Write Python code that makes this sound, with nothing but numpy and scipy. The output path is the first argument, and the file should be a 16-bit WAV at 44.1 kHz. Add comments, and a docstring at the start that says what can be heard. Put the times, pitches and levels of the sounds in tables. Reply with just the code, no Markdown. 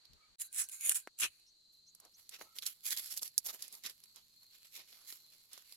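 """Outdoors by a field, insects hum throughout, with now and then a cricket, bird chirps and far calls.
Near the start the sound dips for an instant, then hands tear the stringy skin off a stalk.
From about 1.7 s they rummage in a heap of leafy greens and snap stems, hardest around 3 s, then more
gently to the end. Tearing and rustling are swarms of tiny breaks; thicker fibres and stems give way
with single cracks, close to a left and a right microphone."""
import sys
import numpy as np
from scipy import signal
from scipy.fft import rfft, irfft, next_fast_len
from scipy.io import wavfile
from scipy.ndimage import uniform_filter1d, map_coordinates

SR = 44100
rng = np.random.default_rng(int(sys.argv[2]) if len(sys.argv) > 2 else 0)


def transcribe(signal):
    """Save signal, clipped to [-1, 1], as a 16-bit WAV file at the path in sys.argv[1]."""
    frames = np.atleast_2d(signal).T
    limited = np.clip(frames, -1, 1)
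    pcm = np.round(limited * 32767).astype(np.int16)
    wavfile.write(sys.argv[1], SR, pcm)


N = 254016

# pitch ranges of fine fibres (high), crunch (middle) and body (low): lowest f/Hz, highest f/Hz
PITCH_RANGES = [(5000, 20000), (1200, 5000), (200, 1200)]
# tone colour (how strong each frequency is) of stalk skin and of a breaking stem: f/Hz, level/dB
SKIN_COLOUR = [(150, -23), (330, -26.5), (500, -23), (1300, -15), (2700, -4), (4600, -13), (5800, -9.5),
               (7100, 1.5), (8300, -2), (9500, 4), (11500, 0.5), (13200, -7.5), (15000, -10),
               (16500, -29.5)]
STEM_COLOUR = [(150, -8.5), (350, -2), (900, -4), (2000, 4), (4200, 1.5), (6700, 0.5), (9000, -0.5),
               (11500, 4.5), (14500, -6.5), (16000, -19)]
# how the two microphones hear skin, and leaves or stems: f/Hz, left minus right/dB
SKIN_BALANCE = [(700, -1), (1300, -1.5), (2400, 3.5), (4400, 3), (8100, -9.5), (11000, -1), (15000, 12.5)]
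GREENS_BALANCE = [(400, -2), (1300, 1.5), (2400, 3), (4400, -8), (8100, -5), (15000, -4)]


def amp(db):
    """Turn decibels into a gain to multiply by."""
    return 10 ** (np.asarray(db) / 20)


def unit(x):
    """Scale a signal to an average power of 1."""
    return x / np.sqrt(np.mean(x ** 2) + 1e-20)


def along(points, hz):
    """Read between (frequency, value) points, giving each octave equal room."""
    freqs, values = np.transpose(points)
    return np.interp(np.log(hz + 1), np.log(freqs + 1), values)


def clock():
    """The time of every sample, in seconds."""
    return np.arange(N) / SR


def wobble(rate):
    """A smooth curve through `rate` random values a second."""
    return map_coordinates(rng.standard_normal(int(N * rate / SR) + 4), [np.arange(N) * rate / SR])


def band(hz, lo, hi, order=6):
    """A gain that lets frequencies from lo to hi through; a higher order has steeper edges."""
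    return ((1 + (lo / (hz + 1)) ** (2 * order)) * (1 + (hz / hi) ** (2 * order))) ** -.5


def coloured(x, gain):
    """Turn each frequency of x up or down by gain(hz)."""
    size = next_fast_len(N + SR // 4)
    return irfft(rfft(x, size) * gain(np.fft.rfftfreq(size, 1 / SR)), size)[..., :N]


def filtered(x, lo, hi, order=3):
    """Keep the part of x between lo and hi Hz."""
    return coloured(x, lambda hz: band(hz, lo, hi, order))


def narrow_noise(centre_hz, width_hz):
    """Stereo noise gathered around one pitch."""
    noise = rng.standard_normal((2, N))
    return unit(coloured(noise, lambda hz: np.exp(-.5 * ((hz - centre_hz) / width_hz) ** 2)))


def arch(start, length):
    """A smooth swell from 0 to 1 and back."""
    return np.abs(np.sin(np.pi * np.clip((clock() - start) / length, 0, 1)))


def air():
    """Quiet outdoor air, with a brief opening hush, soft handling bumps and later a faint rumble."""
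    # tone colour of open air: f/Hz, level/dB
    air_colour = [(25, -6), (60, -6), (180, -12.5), (350, -12.5), (600, -19), (2200, -23), (3200, -15),
                  (4400, -6), (5200, -14.5), (7300, -10), (8500, -19), (12000, -19.5), (16000, -33.5)]
    # low bumps of handling: t/s, width/s, level/dB
    bumps = [(0.133, 0.026, -67.5), (0.318, 0.016, -78), (1.25, 0.034, -78), (3.488, 0.014, -73)]
    t = clock()
    noise = rng.standard_normal(N) + 1.9 * rng.standard_normal((2, N))  # partly alike on both sides
    steady = amp(-76 + .32 * wobble(3.2)) * unit(coloured(noise, lambda hz: amp(along(air_colour, hz))))
    hush = amp(-77.5) * (t < .37) * unit(filtered(rng.standard_normal((2, N)), 500, 4900))
    bump_gain = sum(amp(db) * np.exp(-.5 * ((t - at) / width) ** 2) for at, width, db in bumps)
    thuds = bump_gain * unit(filtered(noise, 20, 105, order=2)) * amp([[3], [-5]])  # louder on the left
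    rumble_gain = amp(-91 + 3.3 * wobble(2.82)) * np.clip(t - 1.5, 0, 1)
    rumble = rumble_gain * unit(filtered(rng.standard_normal(N), 100, 165))
    return steady + hush + thuds + rumble


def insects(pulse_hz=22, echo_share=.16):
    """Many far insects merge into one high hum; a nearer cricket trills in short bouts."""
    # cricket trills: start/s, end/s, f/Hz, relative level/dB
    trills = [(0.379, 0.5, 4000, -66), (1.544, 1.964, 4090, -71), (4.309, 4.52, 4200, -69.5),
              (5.182, 5.353, 4120, -70)]
    t = clock()
    out = amp(-71 + 1.6 * wobble(21)) * narrow_noise(4280, 300)
    for start, end, hz, db in trills:
        pulses = np.sin(np.pi * pulse_hz * (t - start)) ** 2
        pulses = echo_share + (1 - echo_share) * pulses  # echoes fill the pauses
        tone = np.sin(2 * np.pi * np.cumsum(hz + 70 * wobble(400)) / SR)
        out += amp(db + 8) * arch(start, end - start) ** .5 * pulses * tone
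    return out


def birds():
    """Thin upward chirps, and faint held calls blurred by distance."""
    # chirps of a small bird: start/s, length/s, first f/Hz, last f/Hz, relative level/dB
    chirps = [(0.624, 0.049, 5300, 6530, -58), (1.456, 0.057, 5240, 6350, -66.5),
              (1.861, 0.053, 5500, 7170, -62), (2.135, 0.033, 5200, 6750, -61)]
    # far-off calls, perhaps roosters: start/s, length/s, f/Hz, level/dB
    far_calls = [(0.165, 0.14, 1263, -75.5), (.21, 0.056, 2280, -74), (.38, 0.72, 1566, -76),
                 (2.353, .22, 1305, -73)]
    t, out = clock(), np.zeros((2, N))
    for start, length, low, high, db in chirps:
        hz = low + (high - low) * np.clip((t - start) / length, 0, 1) + 380 * wobble(1100)
        out += amp(db + 1.5) * arch(start, length) * np.sin(2 * np.pi * np.cumsum(hz) / SR)
    for start, length, hz, db in far_calls:
        tone = np.sin(2 * np.pi * np.cumsum(hz + 30 * wobble(220)) / SR)
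        out += amp(db) * arch(start, length) ** .5 * unit(tone + 2.2 * narrow_noise(hz, 45))
    return out


def ground_echo(x, fade_s=.043):
    """Soil and plants scatter the sound back as a very short, thin echo."""
    t = np.arange(SR // 6) / SR
    tail = rng.standard_normal((2, len(t))) * amp(-60 * t / fade_s) * (t > .002)
    scattered = signal.oaconvolve(x, tail / np.linalg.norm(tail[0]), axes=1)[:, :N]
    return filtered(scattered, 1200, 14000)


def ring(colour, balance, shape, size=8192):
    """How a material answers one tiny tap, left and right; shape(hz) picks the frequencies."""
    hz = np.fft.rfftfreq(size, 1 / SR)
    gain = amp(along(colour, hz) + np.outer([.5, -.5], along(balance, hz))) * shape(hz)
    # these steps (minimum phase) put all the ringing after the tap
    cepstrum = irfft(np.log(gain + 1e-6))
    cepstrum[:, 1:size // 2] *= 2
    cepstrum[:, size // 2 + 1:] = 0
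    return irfft(np.exp(rfft(cepstrum)))


def cracks(breaks, colour, balance, crack_s=.00013, splinter_s=.0027, lag_s=.00004, size=2048):
    """Each break is one sharp crack that rings briefly while the last fibres splinter."""
    out, t = np.zeros((2, N + 2 * size)), np.arange(size) / SR
    grit, ring_sharpness = .3, 2.13
    spread = np.sqrt(SR / 200 / size)  # levels count as if each hit lasted 5 ms
    for at, crack_db, ring_db, knock_db, splinter_db, ring_hz in breaks:
        crack = unit((t == 0) + grit * rng.standard_normal(size) * np.exp(-t / crack_s))
        crack = np.array([crack, np.roll(crack, round(lag_s * SR))])  # reaches the right side later
        splinter_gain = np.exp(-t / splinter_s) * (1 - np.exp(-t / crack_s))
        force = crack + amp(splinter_db) * unit(rng.standard_normal((2, size)) * splinter_gain)
        bright = lambda hz: band(hz, *PITCH_RANGES[0])
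        off_pitch = lambda hz: (hz + 1) / ring_hz - ring_hz / (hz + 1)
        hollow = lambda hz: 1 / (1 + (ring_sharpness * off_pitch(hz)) ** 2 / 2)
        dull = lambda hz: band(hz, 280, 1100, order=2)
        for shape, db in (bright, crack_db), (hollow, ring_db), (dull, knock_db):
            hit = signal.fftconvolve(force, ring(colour, balance, shape), axes=1)[:, :size]
            out[:, round(at * SR):][:, :size] += amp(db) * unit(hit) * spread
    return amp(-1.63) * out[:, :N]


def tiny_breaks(per_s, size_db, clump_db, rubbing_db, lag_samples=2.5):
    """A swarm of clicks over smooth rubbing; each click reaches the two sides with its own delay."""
    count = int(per_s * N / SR)
    polarity, size, lag, lean = rng.standard_normal((count, 4)).T
    at = rng.integers(0, N, count)
    clicks = np.sign(polarity) * amp(size_db * np.minimum(size, 2))
    sides = []
    for side in (1, -1):
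        arrival = (at + np.round(side * lag_samples * lag).astype(int)) % N
        sides.append(np.bincount(arrival, clicks * amp(side * lean), N))
    swarm = unit(np.array(sides)) + amp(rubbing_db) * rng.standard_normal((2, N))
    return swarm * amp(clump_db * wobble(260))  # fibres let go in bundles


def flex(swarm, depth_db, size=256):
    """Bending leaves and fibres ring at pitches that come and go as the grip shifts."""
    spectra = signal.stft(swarm, nperseg=size)[2]
    drift = uniform_filter1d(rng.standard_normal(spectra.shape[1:]), size=3, axis=0)  # smooth in pitch
    drift = uniform_filter1d(drift, size=30, axis=1)  # and in time
    return signal.istft(spectra * amp(depth_db * unit(drift)), nperseg=size)[1][:, :N]


def stroke(start, rise, fall, depth_db=25):
    """The gain of one hand movement: force builds to a rounded peak, then lets go."""
    since_peak = clock() - start - rise
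    rising, falling = np.maximum(-since_peak / rise, 0), np.maximum(since_peak / fall, 0)
    return amp(-depth_db * np.minimum(rising ** 2.17 + falling ** 1.12, 10))


def rustle(movements, swarm, colour, balance):
    """The swarm sounds in each pitch range as strongly as the hands work the material."""
    power, out = np.zeros((3, N)), np.zeros((2, N))
    for gain, db, crunch_db, body_db in movements:
        power += np.outer(amp(db + np.array([0, crunch_db, body_db])) ** 2, gain ** 2)
    for (lo, hi), effort in zip(PITCH_RANGES, np.sqrt(power)):
        response = ring(colour, balance, lambda hz: band(hz, lo, hi))
        out += effort * unit(signal.oaconvolve(swarm, response, axes=1)[:, :N])
    return out


def knocks(crack_db=-9.5, ring_db=-12.5, splinter_db=-13):
    """A knocked stalk gives mostly a dull thud, with hardly any splintering."""
    # dry knocks: t/s, relative level/dB, ring f/Hz
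    blows = [(1.074, -43.5, 1460), (2.413, -46.5, 597)]
    hits = [(at, db + crack_db, db + ring_db, db, splinter_db, hz) for at, db, hz in blows]
    return cracks(hits, STEM_COLOUR, GREENS_BALANCE)


def fibres(ring_hz=3200, ring_db=-16.5, knock_db=-38, splinter_db=-3):
    """Thick fibres of the skin part one by one, alike in tone but not in strength."""
    # fibres parting: t/s, relative level/dB
    partings = [(0.399, -45.5), (0.418, -35), (.5284, -44.5), (.546, -41), (.688, -43.5), (.696, -45.5),
                (0.8102, -39), (.8943, -20), (0.921, -32), (0.9458, -37.5), (0.9575, -30.5), (1.189, -41.5),
                (1.2068, -30.5)]
    breaks = [(at, db, db + ring_db, db + knock_db, splinter_db, ring_hz) for at, db in partings]
    return cracks(breaks, SKIN_COLOUR, SKIN_BALANCE)


def peeling(body_under_crunch_db=17.5):
    """Skin rips along the hollow stalk in a very dense run of tiny breaks."""
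    # pulls on the skin: start/s, rise/s, fall/s, relative level/dB, crunch over that level/dB
    pulls = [(0.389, 0.028, 0.031, -37.5, -16.5), (.41, 0.059, 0.024, -52.5, -16),
             (0.527, 0.085, 0.055, -33, -14), (.675, 0.024, 0.047, -56, -11),
             (.70, 0.031, 0.11, -45.5, -15.5), (.79, .09, 0.11, -34.5, -14),
             (.895, 0.023, 0.021, -33.5, -8.5), (0.941, 0.018, .052, -31.5, -13.5),
             (1.183, 0.034, 0.055, -33, -12.5), (1.2, 0.048, 0.033, -37, 5.5),
             (1.26, 0.083, 0.24, -70, -3.5)]
    swarm = tiny_breaks(per_s=5600, size_db=3.5, clump_db=1.5, rubbing_db=-1.5, lag_samples=2.8)
    movements = [(stroke(start, rise, fall), db, crunch_db, crunch_db - body_under_crunch_db)
                 for start, rise, fall, db, crunch_db in pulls]
    return amp(-1.1) * rustle(movements, flex(swarm, depth_db=3.5), SKIN_COLOUR, SKIN_BALANCE)


def leaves(stir_start_s=1.8, stir_fade_s=.5):
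    """Leaves slide over each other, single veins crinkle, and stray leaves tick as they spring back."""
    # tone colour of leaves: f/Hz, level/dB
    leaf_colour = [(150, -21), (550, -19), (1000, -18.5), (1600, -15), (2100, -9.5), (3300, -6), (4400, -6),
                   (6000, -5.5), (7500, 0), (8700, -7.5), (11700, 7.5), (13800, -2.5), (16000, -10.5)]
    # handfuls pushed or crushed: start/s, rise/s, fall/s, relative level/dB, crunch/dB, body/dB
    # (here and below, crunch and body are added to the level)
    handfuls = [(1.716, 0.023, .1, -69.5, -15, -23.5), (1.961, 0.1, 0.05, -79, 7.5, 7),
                (2.152, 0.042, 0.095, -62.5, -8, -22.5), (2.305, 0.049, 0.038, -53.5, 4, -11.5),
                (2.37, 0.045, 0.096, -56, -3.5, -7.5), (2.408, 0.015, 0.015, -54, 0, -1),
                (2.545, .027, .04, -49.5, -7.5, -20), (2.612, .02, 0.038, -48.5, 0, -22),
                (2.646, 0.023, 0.079, -41, -8.5, -32.5), (2.833, 0.041, 0.076, -36, -10, -39),
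                (2.895, .03, 0.041, -35.5, -6, -27.5), (2.958, 0.021, 0.07, -38, -6.5, -24.5),
                (2.98, 0.077, 0.16, -45.5, -9.5, -31.5), (3.089, 0.038, 0.048, -40.5, -10.5, -32.5),
                (3.151, 0.03, 0.017, -38, -13.5, -34), (3.21, 0.018, 0.018, -40, -12.5, -18.5),
                (3.232, 0.025, 0.049, -45.5, -9.5, -25), (3.439, 0.034, 0.02, -38.5, -12.5, -26.5),
                (3.465, .033, .028, -42, -4.5, -19), (3.519, 0.022, 0.046, -47.5, -8.5, -15.5),
                (3.569, 0.059, 0.14, -54, -2.5, -20), (3.705, 0.032, 0.11, -50.5, -11.5, -19.5),
                (3.83, .038, 0.024, -45, 1.5, -18.5), (3.875, 0.024, 0.042, -51.5, -2.5, -18.5),
                (4.146, .022, 0.082, -64, 3.5, -8.5), (4.411, 0.029, 0.025, -65.5, -6, -16),
                (4.49, 0.067, 0.044, -65.5, 0.5, -21.5), (4.639, 0.016, 0.058, -61, 0.5, -20.5),
                (4.708, 0.058, .07, -51.5, -2.5, -25), (4.757, 0.04, 0.084, -62, 6.5, -6.5),
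                (4.861, 0.029, 0.75, -62.5, -2, -17), (5.053, 0.049, 0.13, -48.5, -8, -37),
                (5.302, 0.04, 0.046, -62, -2, -18.5), (5.502, 0.03, 0.23, -60.5, 1.5, -15.5),
                (5.618, 0.12, 0.067, -61.5, -4.5, -28)]
    # the heap stirring between handfuls: relative level/dB, crunch/dB, body/dB
    stir_levels = (-72.5, -7, -23)
    # stray leaves: rate/Hz, relative level/dB, crunch/dB, body/dB
    strays = (25, -77, -6.5, -24.5)
    sliding = tiny_breaks(per_s=2500, size_db=5, clump_db=1.4, rubbing_db=-2)
    crinkles = amp(-5) * tiny_breaks(per_s=170, size_db=3, clump_db=1, rubbing_db=-40)
    stirring = np.clip((clock() - stir_start_s) / stir_fade_s, 0, 1) * amp(2 * wobble(15))
    movements = [(stroke(start, rise, fall), *levels) for start, rise, fall, *levels in handfuls]
    movements.append((stirring, *stir_levels))
    rubbing = rustle(movements, flex(sliding + crinkles, depth_db=2.5), leaf_colour, GREENS_BALANCE)
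    tick_rate, *tick_levels = strays
    ticks = tiny_breaks(per_s=tick_rate, size_db=2.5, clump_db=1, rubbing_db=-40)
    ticking = rustle([(stirring, *tick_levels)], ticks, leaf_colour, GREENS_BALANCE)
    return amp(-1) * (rubbing + ticking)


def snaps(ring_hz=4210, splinter_db=1, cleanness=.3):
    """Stems snap; the harder the snap, the cleaner the break and the smaller the share of splinters."""
    # stems breaking, with relative levels: t/s, crack/dB, ring/dB, knock/dB
    stems = [(.0534, -61.5, -56.5, -88), (0.133, -62, -59, -80), (1.398, -65, -80, -82),
             (1.9498, -52, -66, -74), (2.001, -52.5, -84, -72), (2.0507, -56, -81, -72),
             (2.2926, -44, -54, -69), (2.586, -38, -38, -92), (2.6227, -45.5, -43.5, -76),
             (2.664, -33.5, -38.5, -82), (2.6659, -31, -49, -73), (2.9066, -32, -43, -72),
             (2.9206, -41.5, -48, -65), (2.9742, -34.5, -40.5, -81), (2.9956, -44, -58, -61),
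             (3.175, -32.5, -46.5, -79), (3.1931, -47, -47.5, -83), (3.2311, -33, -45, -57),
             (3.2776, -42, -55, -77), (3.3798, -20.5, -39.5, -68.5), (3.463, -37.5, -48.5, -85),
             (3.6238, -36.5, -51.5, -88), (3.68, -46.5, -68, -66), (3.7258, -47.5, -72, -82),
             (3.7516, -47, -60, -80), (3.8369, -46.5, -53, -72), (3.8628, -36.5, -40, -60.5),
             (3.8975, -47.5, -50, -80), (4.0381, -51, -58, -74.5), (4.16, -50, -59.5, -70.5),
             (4.9277, -60.5, -53.5, -66), (5.125, -45, -46.5, -60.5), (5.5319, -45, -57, -80),
             (5.5771, -49.5, -55.5, -57.5), (5.7237, -48, -52, -68)]
    average_db = np.mean([row[1] for row in stems])
    breaks = [(at, db, ring_db, knock_db, splinter_db - cleanness * (db - average_db), ring_hz)
              for at, db, ring_db, knock_db in stems]
    return cracks(breaks, STEM_COLOUR, GREENS_BALANCE)


def scene():
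    """The hands work close by, with the field behind them."""
    hands = peeling() + fibres() + leaves() + snaps() + knocks()
    return hands + amp(-9.5) * ground_echo(hands) + insects() + birds() + air()


def record(dry, top_hz=16400):
    """The level dips for an instant, and the very highest treble is cut off."""
    dip = (clock() > .358) & (clock() < .384)
    return coloured(dry * np.where(dip, amp(-31), 1), lambda hz: hz < top_hz)


dry = scene()
out = record(dry)
transcribe(out)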